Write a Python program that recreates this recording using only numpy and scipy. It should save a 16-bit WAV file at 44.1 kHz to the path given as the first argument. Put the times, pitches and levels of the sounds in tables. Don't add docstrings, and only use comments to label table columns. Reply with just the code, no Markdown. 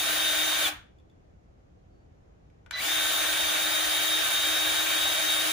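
import sys
import numpy as np
from scipy import signal
from scipy.fft import rfft, irfft, next_fast_len
from scipy.io import wavfile
from scipy.ndimage import uniform_filter1d, map_coordinates

SR = 44100
rng = np.random.default_rng(int(sys.argv[2]) if len(sys.argv) > 2 else 0)


def digitize_waveform(pressure):
    field = np.atleast_2d(pressure).T
    bounded = np.clip(field, -1, 1)
    quanta = np.round(bounded * 32767).astype(np.int16)
    wavfile.write(sys.argv[1], SR, quanta)


N = 243828
TIME = np.arange(N) / SR

# [t/s, f/Hz]
FULL_SPEED = [(0, 309), (.1, 309.6), (.4, 306.9), (.52, 309.2), (2.92, 306), (3.1, 309), (3.28, 307.4),
              (3.4, 309.3), (3.47, 307.8), (3.62, 310.9), (3.95, 310.1), (4.06, 312.3), (4.38, 309.9),
              (4.55, 311.7), (4.9, 311), (5.02, 312.8), (5.2, 310.7), (5.53, 312)]
# [shaft order, left over right/dB, right lead/rad]
MAIN_WHINE = (12, 2, .4)
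# [shaft order, left level/dB, right level/dB, right lead/rad, blur/Hz,
# steady share of power 0-1]
SHAFT_TONES = [(1, -43.5, -52.5, 2.2, 7, .93), (2, -58, -54, -2.2, 8, .6), (3, -59, -52, 2.4, 8, .6),
               (4, -60, -55, 2.0, 10, .5), (5, -41, -42, -2.2, 9, .7), (6, -48, -53, .2, 14, .5),
               (10.22, -47, -41, -.4, 12, .65), (11, -51, -49, 0, 18, .4), (13, -55, -55, 0, 25, .4),
               (20, -45, -54, 1.0, 20, .75), (25, -57, -64, .9, 30, .4), (30, -50, -41.5, 2.4, 20, .7),
               (35, -51, -43.5, -1.6, 20, .75)]
# [f/Hz, width/Hz, gain/dB]
WHINE_RESONANCES = [(2330, 220, 6), (3470, 260, 6.5)]
# [f/Hz, level/dB per Hz]
GEAR_SPECTRUM = [(88, -55), (150, -27.5), (254, -25), (305, -9.5), (403, -18), (621, -6), (986, -13),
                 (1520, -4.5), (2070, -9.5), (2730, -6), (3610, -2), (4340, -10.5), (6000, -14),
                 (7800, -24.5), (13200, -120)]
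# [f/Hz, level/dB per Hz]
AIR_SPECTRUM = [(3000, -33.5), (4500, -6.5), (5500, -11), (6800, 4), (7600, -3.5), (8600, -2), (9600, -3),
                (10500, 2.5), (11200, -3), (11900, -6), (13000, -4.5), (13800, 0), (14400, -6.5),
                (15200, 3)]
# [f/Hz, width/Hz, gain/dB]
HOUSING_RESONANCES = [(776, 36, 1), (1843, 64, 4), (2300, 132.2, 7), (3450, 158.6, 0), (4580, 110, 2.5),
                      (6825, 120, -2.5), (8400, 120, 3), (8760, 100, 2.5), (10510, 460, -11.5),
                      (14200, 390, -6.5), (15360, 300, 4.5)]
# [f/Hz, left over right/dB]
PORT_BALANCE = [(200, -1), (330, 6), (600, 4), (900, -1), (2000, .5), (5800, 0), (6900, 5), (7600, 13),
                (8300, 11), (9000, 0), (10600, -7), (11600, 2), (12900, 10), (14000, 4)]
# [f/Hz, likeness -1 to 1]
GUN_LIKENESS = [(150, 0.75), (330, 0.79), (700, 0.29), (1300, 0.28), (2000, 0.8), (2700, .1), (3700, 0.64),
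                (4300, 0.24), (6500, 0.077), (8500, 0.025), (9300, -0.13), (10800, -0.69), (14000, 0.42),
                (15300, -0.2)]
CHOP_LEVELS = [-38, -33, -55]
# [t/s, level/dB, left over right/dB,
# dullness, brighter below 0]
GEAR_JOLTS = [(.672, -37.5, -5, 0), (.684, -30, 4, -0.034), (2.873, -29, 0, -0.48)]
# [f/Hz, level/dB, t60/s]
CASE_MODES = [(797, 0, .08), (700, -4, .05), (1150, -6, .03), (1507, -5, .03), (1803, -6, .03),
              (300, -13, .22)]
# [t/s, level/dB, left over right/dB, dullness]
SWITCH_CLICKS = [(2.5, -61, 0, .3), (2.6615, -42, 2.5, .5), (2.7093, -24, 2.5, .2)]
# [f/Hz, level/dB, t60/s]
SWITCH_MODES = [(900, -15, .015), (1480, -7, .035), (1900, -6, .014), (2358, 0, .012), (2972, -5, .014),
                (3510, -6, .015), (4900, -9, .01), (6400, -8, .012)]
# [t/s, level/dB, left over right/dB]
METAL_TICKS = [(.9845, -62, -.5), (.999, -66, -.5), (1.0975, -64, 1), (1.113, -71, 1)]
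# [f/Hz, level/dB, t60/s]
TICK_MODES = [(3400, -3, .05), (3520, 0, .04), (3650, -3, .02), (2650, -8, .02), (4700, -10, .02),
              (6800, -9, .015)]
# [from t/s, to t/s, f/Hz, level/dB]
FAR_PEEP = (1.91, 2.03, 4470, -87)
# [f/Hz, t60/s, echo level/dB]
WALL_ECHO = [(300, 0.25, 1), (1480, 0.35, 5.5), (3507, 0.34, -2.5), (7250, 0.282, -7), (12890, 0.2, -6)]
# [f/Hz, level/dB per Hz]
SHOP_SPECTRUM = [(12, -45.5), (20, -14), (74, -1), (108, -8), (180, -12.5), (217, -16), (300, -15),
                 (430, -17.5), (790, -22), (860, -27), (2160, -37), (4460, -46.5), (7000, -46),
                 (7600, -54.5), (15500, -67.5)]
# [f/Hz, likeness -1 to 1]
SHOP_LIKENESS = [(40, .92), (90, .9), (150, .8), (380, -.18), (950, -.5), (2380, -.2), (6000, 0)]

FULL_HZ = 311
RELEASE_S, BRAKE_HZ_PER_S, HALT_S = .63, 700, .684
START_S, RAMP_S = 2.73, .083
KICK_HZ, RAMP_HZ, CATCH_UP_S = 80, 197, .023
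WHIRR_DB, WHIRR_DB_PER_DECADE, WHIRR_ATTACK_S, WHIRR_DIES_DB_PER_S = -31, 24, 0.011, 600.5
WHINE_DB, WHINE_DB_PER_DECADE, WHINE_LOAD_DB = -32.8, 40, -.6
THIN_DB, THIN_LOAD_DB = 1.5, 0.65
CHOP_HZ = 1988
CHOP_DULLS_DB, DUTY_FROM = -5, .06
SHOP_DB = -56
TOP_HZ = 15510


def motor():
    speed, load = shaft()
    turns = np.cumsum(speed + .55 * wobble(14)) / SR
    pace = speed / FULL_HZ
    running = gate(0, HALT_S - .012, fade=.012) + gate(START_S, N / SR, fade=.012)
    tones = main_whine(speed, load, turns, running) + shaft_tones(pace, load, turns, running)
    noise, noise_away = whirr_and_air(pace, turns)
    return noise + tones, noise_away + amp(-6) * tones


def shaft():
    full = np.interp(TIME, *np.transpose(FULL_SPEED))
    braked = full - BRAKE_HZ_PER_S * np.clip(TIME - RELEASE_S, 0, .3)
    ramp = np.interp(TIME, [START_S, START_S + RAMP_S], [KICK_HZ, RAMP_HZ])
    behind = np.exp(-np.maximum(TIME - START_S - RAMP_S, 0) / CATCH_UP_S)
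    starting = full - (full - ramp) * behind
    speed = np.where(TIME < (HALT_S + START_S) / 2, braked, starting)
    return speed, FULL_HZ - full


def main_whine(speed, load, turns, running):
    order, pan_db, lead = MAIN_WHINE
    hz = order * speed
    level_db = WHINE_DB + WHINE_LOAD_DB * load + WHINE_DB_PER_DECADE * np.log10(speed / FULL_HZ)
    level_db = level_db + peaks(HOUSING_RESONANCES, hz) + peaks(WHINE_RESONANCES, hz)
    tone = running * amp(level_db) * blurred(turns, order, blur_hz=20, steady=.84)
    return at_ports(tone, pan_db / 2, -pan_db / 2, lead)


def shaft_tones(pace, load, turns, running):
    thin = amp(THIN_DB + THIN_LOAD_DB * load)
    load_gain = {1: amp(WHINE_LOAD_DB * load), 20: thin, 35: thin}
    total = np.zeros((2, N))
    for order, left_db, right_db, lead, blur_hz, steady in SHAFT_TONES:
        level = running * pace ** (3 + order / 4) * load_gain.get(order, 1)
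        total += at_ports(level * blurred(turns, order, blur_hz, steady), left_db, right_db, lead)
    return total


def whirr_and_air(pace, turns):
    right_only = np.array([[0], [1]])
    ports = lambda hz: peaks(HOUSING_RESONANCES, hz) - along(PORT_BALANCE, hz) * right_only
    gears = rush(lambda hz: along(GEAR_SPECTRUM, hz) + ports(hz), GUN_LIKENESS, patchy_db=1.5)
    air = rush(lambda hz: along(AIR_SPECTRUM, hz) + ports(hz), GUN_LIKENESS, patchy_db=1.2)
    dying = amp(WHIRR_DB - WHIRR_DIES_DB_PER_S * np.maximum(TIME - HALT_S, 0))
    rising = amp(WHIRR_DB + WHIRR_DB_PER_DECADE * np.log10(pace))
    whirr = dying + gate(START_S, N / SR, WHIRR_ATTACK_S) * rising
    duty = np.where(TIME > 1, drive_duty(), 1)
    grind = whirr * amp(1.0 + 0.17 * wobble(11))
    pulse = 1 + .1 * np.sin(2 * np.pi * turns)
    blow = whirr * duty ** 1.6 * amp(3 + 0.45 * wobble(21)) * pulse
    return grind * gears + blow * air, grind * gears[:, ::-1] + blow * air[:, ::-1]


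def drive_duty():
    return np.interp(TIME, [START_S, START_S + RAMP_S], [DUTY_FROM, 1])


def drive():
    duty = drive_duty()
    low, high, top = [amp(db) * np.sin(np.pi * k * duty) * np.sin(2 * np.pi * k * CHOP_HZ * TIME)
                      for k, db in enumerate(CHOP_LEVELS, 1)]
    overtones = amp(CHOP_DULLS_DB * duty) * (high * np.array([[.8], [1.2]]) + top)
    flutter = amp(1.5 * wobble(120))
    return gate(START_S, N / SR, fade=.005) * np.sqrt(2) * flutter * (low + overtones)


def gear_jolts():
    return struck(GEAR_JOLTS, CASE_MODES, crack=.4)


def switch_clicks():
    return struck(SWITCH_CLICKS, SWITCH_MODES, crack=2.4)


def metal_ticks():
    return struck(METAL_TICKS, TICK_MODES, crack=1.4)


def peep():
    start, end, hz, db = FAR_PEEP
    return amp(db) * gate(start, end, fade=.015) * np.real(blurred(TIME, hz, 300, .1))


def walls(x):
    hz, t, z = signal.stft(rng.standard_normal((2, SR // 2)), SR, nperseg=256)
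    t60 = along([row[:2] for row in WALL_ECHO], hz)[:, None]
    echo_db = along([row[::2] for row in WALL_ECHO], hz)[:, None]
    decay = amp(echo_db - 60 * t / t60) / np.sqrt(t60 * SR / (2 * np.log(1000)))
    tail = signal.istft(z * decay, SR, nperseg=256)[1]
    late = np.pad(x, ((0, 0), (300, 0)))
    return signal.fftconvolve(late, tail, axes=1)[:, :N]


def shop():
    noise = rush(lambda hz: along(SHOP_SPECTRUM, hz), SHOP_LIKENESS, patchy_db=-0.7)
    return amp(SHOP_DB + 0.26 * wobble(9.2)) * noise


def struck(events, modes, crack):
    out, t = np.zeros((2, N + SR)), np.arange(SR // 3) / SR
    hz = np.fft.rfftfreq(len(t), 1 / SR)
    contact = 1 - np.exp(-t / .0007)
    for s, db, pan_db, *dull in events:
        tilt = lambda f: -12 * sum(dull) * np.log2(f / 1500 + .1)
        ring = sum(amp(level + tilt(f) + rng.normal(0, 2) - 60 * t / t60)
                   * np.sin(2 * np.pi * (f * t + rng.random())) for f, level, t60 in modes)
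        colour = amp(tilt(hz)) / (1 + (1100 / (hz + 1)) ** 4) / (1 + (hz / 6500) ** 2)
        burst = irfft(rfft(rng.standard_normal((2, len(t)))) * colour, len(t))
        snap = crack * (amp(-60 * t / 0.016) + 0.22 * amp(-60 * t / .09)) * burst
        sides = amp(db - 1.5 + np.array([[pan_db], [-pan_db]]) / 2)
        first = round(s * SR)
        out[:, first:first + len(t)] += sides * contact * (ring + snap)
    return out[:, :N]


def rush(level_db, alike, patchy_db):
    z = signal.stft(rng.standard_normal((2, N)), nperseg=512)[2]
    field = uniform_filter1d(rng.standard_normal(z.shape[1:]), size=5, axis=0)
    field = uniform_filter1d(field, size=8, axis=1)
    pair = signal.istft(z * amp(patchy_db * unit(field)), nperseg=512)[1][:, :N]
    turn = lambda hz: np.arccos(np.clip(along(alike, hz), -1, 1)) / 2
    mid, side = filtered(pair, lambda hz: np.array([np.cos(turn(hz)), np.sin(turn(hz))]))
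    return unit(filtered(np.array([mid + side, mid - side]), lambda hz: amp(level_db(hz))))


def blurred(turns, order, blur_hz, steady):
    wander = unit(wobble(blur_hz) + 1j * wobble(blur_hz))
    steady = np.clip(steady, 0, 1)
    size = np.sqrt(steady) + np.sqrt(1 - steady) * wander
    return size * np.sqrt(2) * np.exp(2j * np.pi * order * turns)


def at_ports(tone, left_db, right_db, lead):
    return np.real(tone * amp([[left_db], [right_db]]) * np.exp(1j * np.array([[0], [lead]])))


def peaks(rows, hz):
    return sum(db / (1 + (2 * (hz - centre) / width) ** 2) for centre, width, db in rows)


def along(points, hz):
    f, v = np.transpose(points)
    return np.interp(np.log(hz + 1), np.log(f + 1), v)


def filtered(x, response):
    m = next_fast_len(N + SR // 2)
    return irfft(rfft(x, m) * response(np.fft.rfftfreq(m, 1 / SR)), m)[..., :N]


def wobble(rate):
    return map_coordinates(rng.standard_normal(int(N * rate / SR) + 4), [TIME * rate])


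def gate(start, end, fade):
    return np.clip(np.minimum(TIME - start, end - TIME) / fade + 1, 0, 1)


def amp(db):
    return 10 ** (np.asarray(db) / 20)


def unit(x):
    return x / np.sqrt(np.mean(np.abs(x) ** 2) + 1e-20)


def scene():
    near, away = motor()
    song = drive()
    jolts = gear_jolts()
    clicks = switch_clicks() + metal_ticks()
    sent = away + clicks + amp(-7) * (jolts + song)
    return near + song + jolts + clicks + amp(-5) * walls(sent) + shop() + peep()


def record(dry):
    return filtered(dry, lambda hz: np.cos(np.pi / 2 * np.clip((hz - TOP_HZ) / 90 + .5, 0, 1)) ** 2)


dry = scene()
out = record(dry)
digitize_waveform(out)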